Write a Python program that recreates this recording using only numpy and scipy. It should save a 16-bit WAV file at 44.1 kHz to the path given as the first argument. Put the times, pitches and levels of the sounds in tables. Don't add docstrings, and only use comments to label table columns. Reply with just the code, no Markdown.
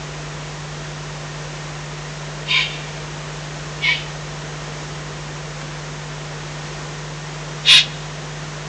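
import sys
import numpy as np
from scipy import signal
from scipy.fft import rfft, irfft
from scipy.io import wavfile
from scipy.ndimage import uniform_filter1d

SR = 44100
rng = np.random.default_rng(int(sys.argv[2]) if len(sys.argv) > 2 else 0)


def materialize(psi):
    bounded = np.clip(np.atleast_2d(psi).T, -1, 1)
    quanta = np.round(bounded * 32767).astype(np.int16)
    wavfile.write(sys.argv[1], SR, quanta)


def voltage_ratio(decibels):
    exponent = np.asarray(decibels, float) / 20
    return 10 ** exponent


N = 382788

# (full effort reached [s], held [s], effort [dB], syrinx pitch [Hz], release [dB/s])
RASPS = [
    (2.512, .1, -18, 1035, 250),
    (3.852, .078, -19.5, 985, 162),
    (7.695, .09, -8.5, 1040, 390),
    (2.705, .04, -35.5, 1000, 148),
]
OWL = [0, 1, 2, 0]
# (note re effort [dB], whistle re effort [dB], lowest whistle [Hz], its climb [Hz],
# whistle end after full effort [s])
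VOICING = [
    (-16, -7.5, 3670, 30, 0.067),
    (-16.5, 4, 2165, 115, 0.077),
    (-24, -4, 3430, 430, 0.08),
    (-31, -3, 3600, 28, .06),
]
# (level re effort when voiced [dB], loss when unvoiced [dB])
CHEST = [(2, 7), (-2, 9.5), (-5.5, 1), (-10, 2.5)]
# (centre [Hz], width [Hz], level [dB])
LOWER_THROAT = [
    [(1560, 450, -17), (1950, 150, -10.5), (2120, 104, -7), (2380, 300, 2.5)],
    [(1900, 170, -2), (2260, 260, 4.5)],
    [(1620, 350, -1.5), (2090, 660, -7), (2585, 280, 9.5)],
]
# (centre [Hz], width [Hz], level [dB])
UPPER_THROAT = [
    [(2746, 130, 1), (3110, 580, -4), (3680, 220, -4), (4000, 500, -10.5), (4780, 840, -14),
     (6850, 1600, -21)],
    [(2600, 360, 1.5), (3010, 230, 4.5), (3400, 460, 1.5), (4080, 670, -3.5), (4850, 1200, -12),
     (5600, 1400, -15.5)],
    [(2806, 290, -4), (3404, 490, -0.5), (3810, 270, 1), (4170, 420, -3.5), (5150, 1020, -9),
     (7150, 6900, -22)],
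]
FAR_FACE_DB = [-14.5, -29, -23]
# (time [s], pitch [Hz], level [dB])
SQUEAK = [
    (4.012, 3000, -45),
    (4.025, 2600, -34),
    (4.04, 2010, -38),
    (4.052, 1800, -47),
]
# (time [s], peak level [dB])
TICKS = [
    (5.614, -29),
    (4.1, -36),
]
# (frequency [Hz], density [dB per Hz])
HISS = [(25, -36), (45, -11.5), (70, -12.5), (110, -5), (250, -5.5), (400, 0.26), (700, -3), (1400, -4.5),
        (2100, -7), (3300, -9.5), (4600, -12.5), (7000, -10.5), (9000, -13.5)]
# (centre [Hz], width [Hz], lift [dB])
HOUSING = [(1006, 120, 2), (1850, 85, 4.5), (497, 26, 2)]
MAINS_ORDERS = [1, 3, 5, 7, 11, 13, 15]
MAINS_DB = [-45, -33, -51.5, -51, -73, -52, -60.5]
MACHINE_HZ = [46.8, 85.36, 93.65, 166.8, 170.75, 174.65, 199.3, 213.45]
MACHINE_DB = [-61, -59.5, -55.5, -57.5, -52, -68.5, -56, -61.5]
# (time [s], pitch [Hz], level [dB])
ENGINE = [(0, 62, -52), (1, 60.5, -51), (3, 62, -50), (5, 63.5, -49.5), (6.5, 65.5, -50), (7.2, 64, -58),
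          (8.7, 62, -61)]

LEAD_S, SPAN_S = 0.08, 0.4
ATTACK_DB_PER_S, ATTACK_BEND = 699, 1.55
VOICE_IN_S, VOICE_OUT_S, NOTE_IN_S, NOTE_EARLY_S = 0.037, 0.018, 0.07, 0.016
PITCH_SAG = 0.035
UNVOICED_NOTE_DB, UNVOICED_WHISTLE_DB = -14, -10
WHISTLE_DIP_S, WHISTLE_IN_S = 0.015, 0.078
MAINS_HZ = 49.987
MIC_EDGE_HZ, CLIP, LINK_HZ = 7600, 0.72, 10600


def level(x, db):
    return x * voltage_ratio(db) / np.sqrt(np.mean(x ** 2))


def curves(table, s):
    rows = np.array(table, float)
    return [np.interp(s, rows[:, 0], column) for column in rows[:, 1:].T]


def walk(rate, count):
    k = int(SR / rate)
    held = np.repeat(rng.standard_normal(count // k + 1), k)[:count]
    return 1.274 * uniform_filter1d(uniform_filter1d(held, k), k)


def ring(x, hz, width_hz):
    return signal.lfilter(*signal.iirpeak(hz, hz / width_hz, SR), x)


def controls(row, voicing, chest):
    full, held, db, pitch_hz, release = row
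    note_db, whistle_db, whistle_hz, climb_hz, lasts_s = voicing
    voiced_db, chest_loss_db = chest
    start = int((full - LEAD_S) * SR)
    stop = start + int(SPAN_S * SR)
    s = np.arange(start, stop) / SR - full
    rise_db = ATTACK_DB_PER_S * LEAD_S * np.clip(-s / LEAD_S, 0, 1) ** ATTACK_BEND
    effort_db = db - rise_db - release * np.clip(s - held, 0, None)

    def slack(at_full, in_s, until_s):
        return np.clip(np.maximum(at_full - s / in_s, (s - until_s) / VOICE_OUT_S), 0, 1)

    note_slack = slack(0.447, NOTE_IN_S, held - NOTE_EARLY_S)
    chest_slack = slack(0.55, VOICE_IN_S, held)
    whistle_slack = slack(0.21, WHISTLE_IN_S, lasts_s)
    climb = np.clip(np.abs(s - WHISTLE_DIP_S) / (0.7 * held), 0, 1)
    climb = climb - 0.3 * np.clip((s - lasts_s) / VOICE_OUT_S + 0.5, 0, 1)
    return (start, stop, effort_db,
            pitch_hz * (1 - PITCH_SAG * note_slack),
            note_db + UNVOICED_NOTE_DB * note_slack,
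            voiced_db - chest_loss_db * chest_slack,
            whistle_db + UNVOICED_WHISTLE_DB * whistle_slack,
            whistle_hz + climb_hz * climb)


def rasp(control, lower, upper, far_db, wobble=0.1, air_db=8.0, flutter_db=0.94):
    start, stop, effort_db, hz, note_db, lower_db, whistle_db, whistle_hz = control
    n = stop - start
    turns = np.cumsum(hz * (1 + wobble * walk(600, n))) / SR
    pulses = np.exp(4 * np.cos(2 * np.pi * turns)) * voltage_ratio(2.5 * walk(900, n))
    syrinx = level(np.diff(pulses, prepend=pulses[0]), 0)
    air = level(rng.standard_normal(n), air_db)
    source = (syrinx + air) * voltage_ratio(flutter_db * walk(150, n))
    voice = throat(source, upper) + voltage_ratio(lower_db) * throat(source, lower)
    whistle = voltage_ratio(whistle_db) * wavering(whistle_hz, spread=0.01825, rate=170, shake_db=2.5)
    note = voltage_ratio(note_db + 3.5) * wavering(hz, spread=0.022, rate=120, shake_db=3.0)
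    effort = voltage_ratio(effort_db) * signal.windows.tukey(n, 0.1)
    echoed, straight = np.zeros((2, N))
    echoed[start:stop] = voice * effort
    straight[start:stop] = (note + whistle) * effort
    return rocks(echoed, far_db) + straight


def throat(x, modes):
    out = np.zeros(len(x))
    for k, (hz, width_hz, db) in enumerate(modes):
        steep = ring(ring(x, hz, 1.0 * width_hz), hz, 1.0 * width_hz)
        out += (-1) ** k * voltage_ratio(db) * steep
    return level(out, 0)


def wavering(hz, spread, rate, shake_db):
    turns = np.cumsum(hz * (1 + spread * walk(rate, len(hz)))) / SR
    return np.sqrt(2) * np.sin(2 * np.pi * turns) * voltage_ratio(shake_db * walk(rate, len(hz)))


def squeak():
    s = np.arange(N) / SR
    hz, db = curves(SQUEAK, s)
    sounding = (s > SQUEAK[0][0]) & (s < SQUEAK[-1][0])
    return sounding * voltage_ratio(db + 3 * walk(200, N)) * np.sin(2 * np.pi * np.cumsum(hz) / SR)


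def ticks(decay_s=0.0063):
    out, s = np.zeros(N), np.arange(800) / SR
    for at, db in TICKS:
        start = int(at * SR)
        out[start:start + len(s)] += voltage_ratio(db) * rng.standard_normal(len(s)) * np.exp(-s / decay_s)
    return 3.1 * ring(ring(out, 1300, 2600), 1300, 3600)


def rocks(x, far_db, near_db=-5, near_t60=0.13, far_t60=1.5):
    s = np.arange(SR) / SR
    near = rng.standard_normal(SR) * 1000.0 ** (-s / near_t60)
    far = rng.standard_normal(SR) * 1000.0 ** (-s / far_t60)
    echoes = voltage_ratio(near_db) * near / np.linalg.norm(near) + voltage_ratio(far_db) * far / np.linalg.norm(far)
    return x + signal.fftconvolve(x, echoes)[:N]


def hiss():
    hz = np.arange(N // 2 + 1) * SR / N + 1e-9
    db, = curves([(np.log(f), d) for f, d in HISS], np.log(hz))
    for centre, width, lift in HOUSING:
        db = db + lift / (1 + (2 * (hz - centre) / width) ** 2)
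    noise = irfft(rfft(rng.standard_normal(N)) * voltage_ratio(db), N)
    return level(noise, -31.5) * voltage_ratio(0.44 * walk(3.015, N))


def tone(turns, db):
    return np.sqrt(2) * voltage_ratio(db) * np.sin(2 * np.pi * (turns + rng.random()))


def hum():
    s = np.arange(N) / SR
    out = np.zeros(N)
    for order, db in zip(MAINS_ORDERS, MAINS_DB):
        out += tone(order * MAINS_HZ * s, db)
    for hz, db in zip(MACHINE_HZ, MACHINE_DB):
        out += tone(hz * s + 0.05 * walk(1.4, N), db + 3.0 * walk(2.7, N))
    hz, db = curves(ENGINE, s)
    return out + tone(np.cumsum(hz) / SR, db + 2.2 * walk(4, N))


def scene():
    owls = np.zeros(N)
    for row, voicing, chest, k in zip(RASPS, VOICING, CHEST, OWL):
        owls += rasp(controls(row, voicing, chest), LOWER_THROAT[k], UPPER_THROAT[k], FAR_FACE_DB[k])
    small_noises = rocks(squeak() + ticks(), far_db=-22)
    return (voltage_ratio(-2.0) * owls + small_noises + hiss() + hum())[None]


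def top_cut(x):
    return signal.sosfilt(signal.butter(12, 15660, fs=SR, output="sos"), x)


def record(dry, headroom=1.04):
    rolloff = signal.firwin(45, MIC_EDGE_HZ, window=("kaiser", 8), fs=SR)
    dull = np.roll(signal.lfilter(rolloff, 1, dry), -22, axis=1)
    clipped = np.clip(dull, -CLIP, CLIP)
    grain = voltage_ratio(-87.5) * rng.standard_normal(dry.shape)
    link = signal.butter(10, LINK_HZ, fs=SR, output="sos")
    sent = signal.sosfiltfilt(link, clipped + grain)
    return top_cut(np.clip(sent, -headroom * CLIP, headroom * CLIP))


dry = scene()
out = record(dry)
materialize(out)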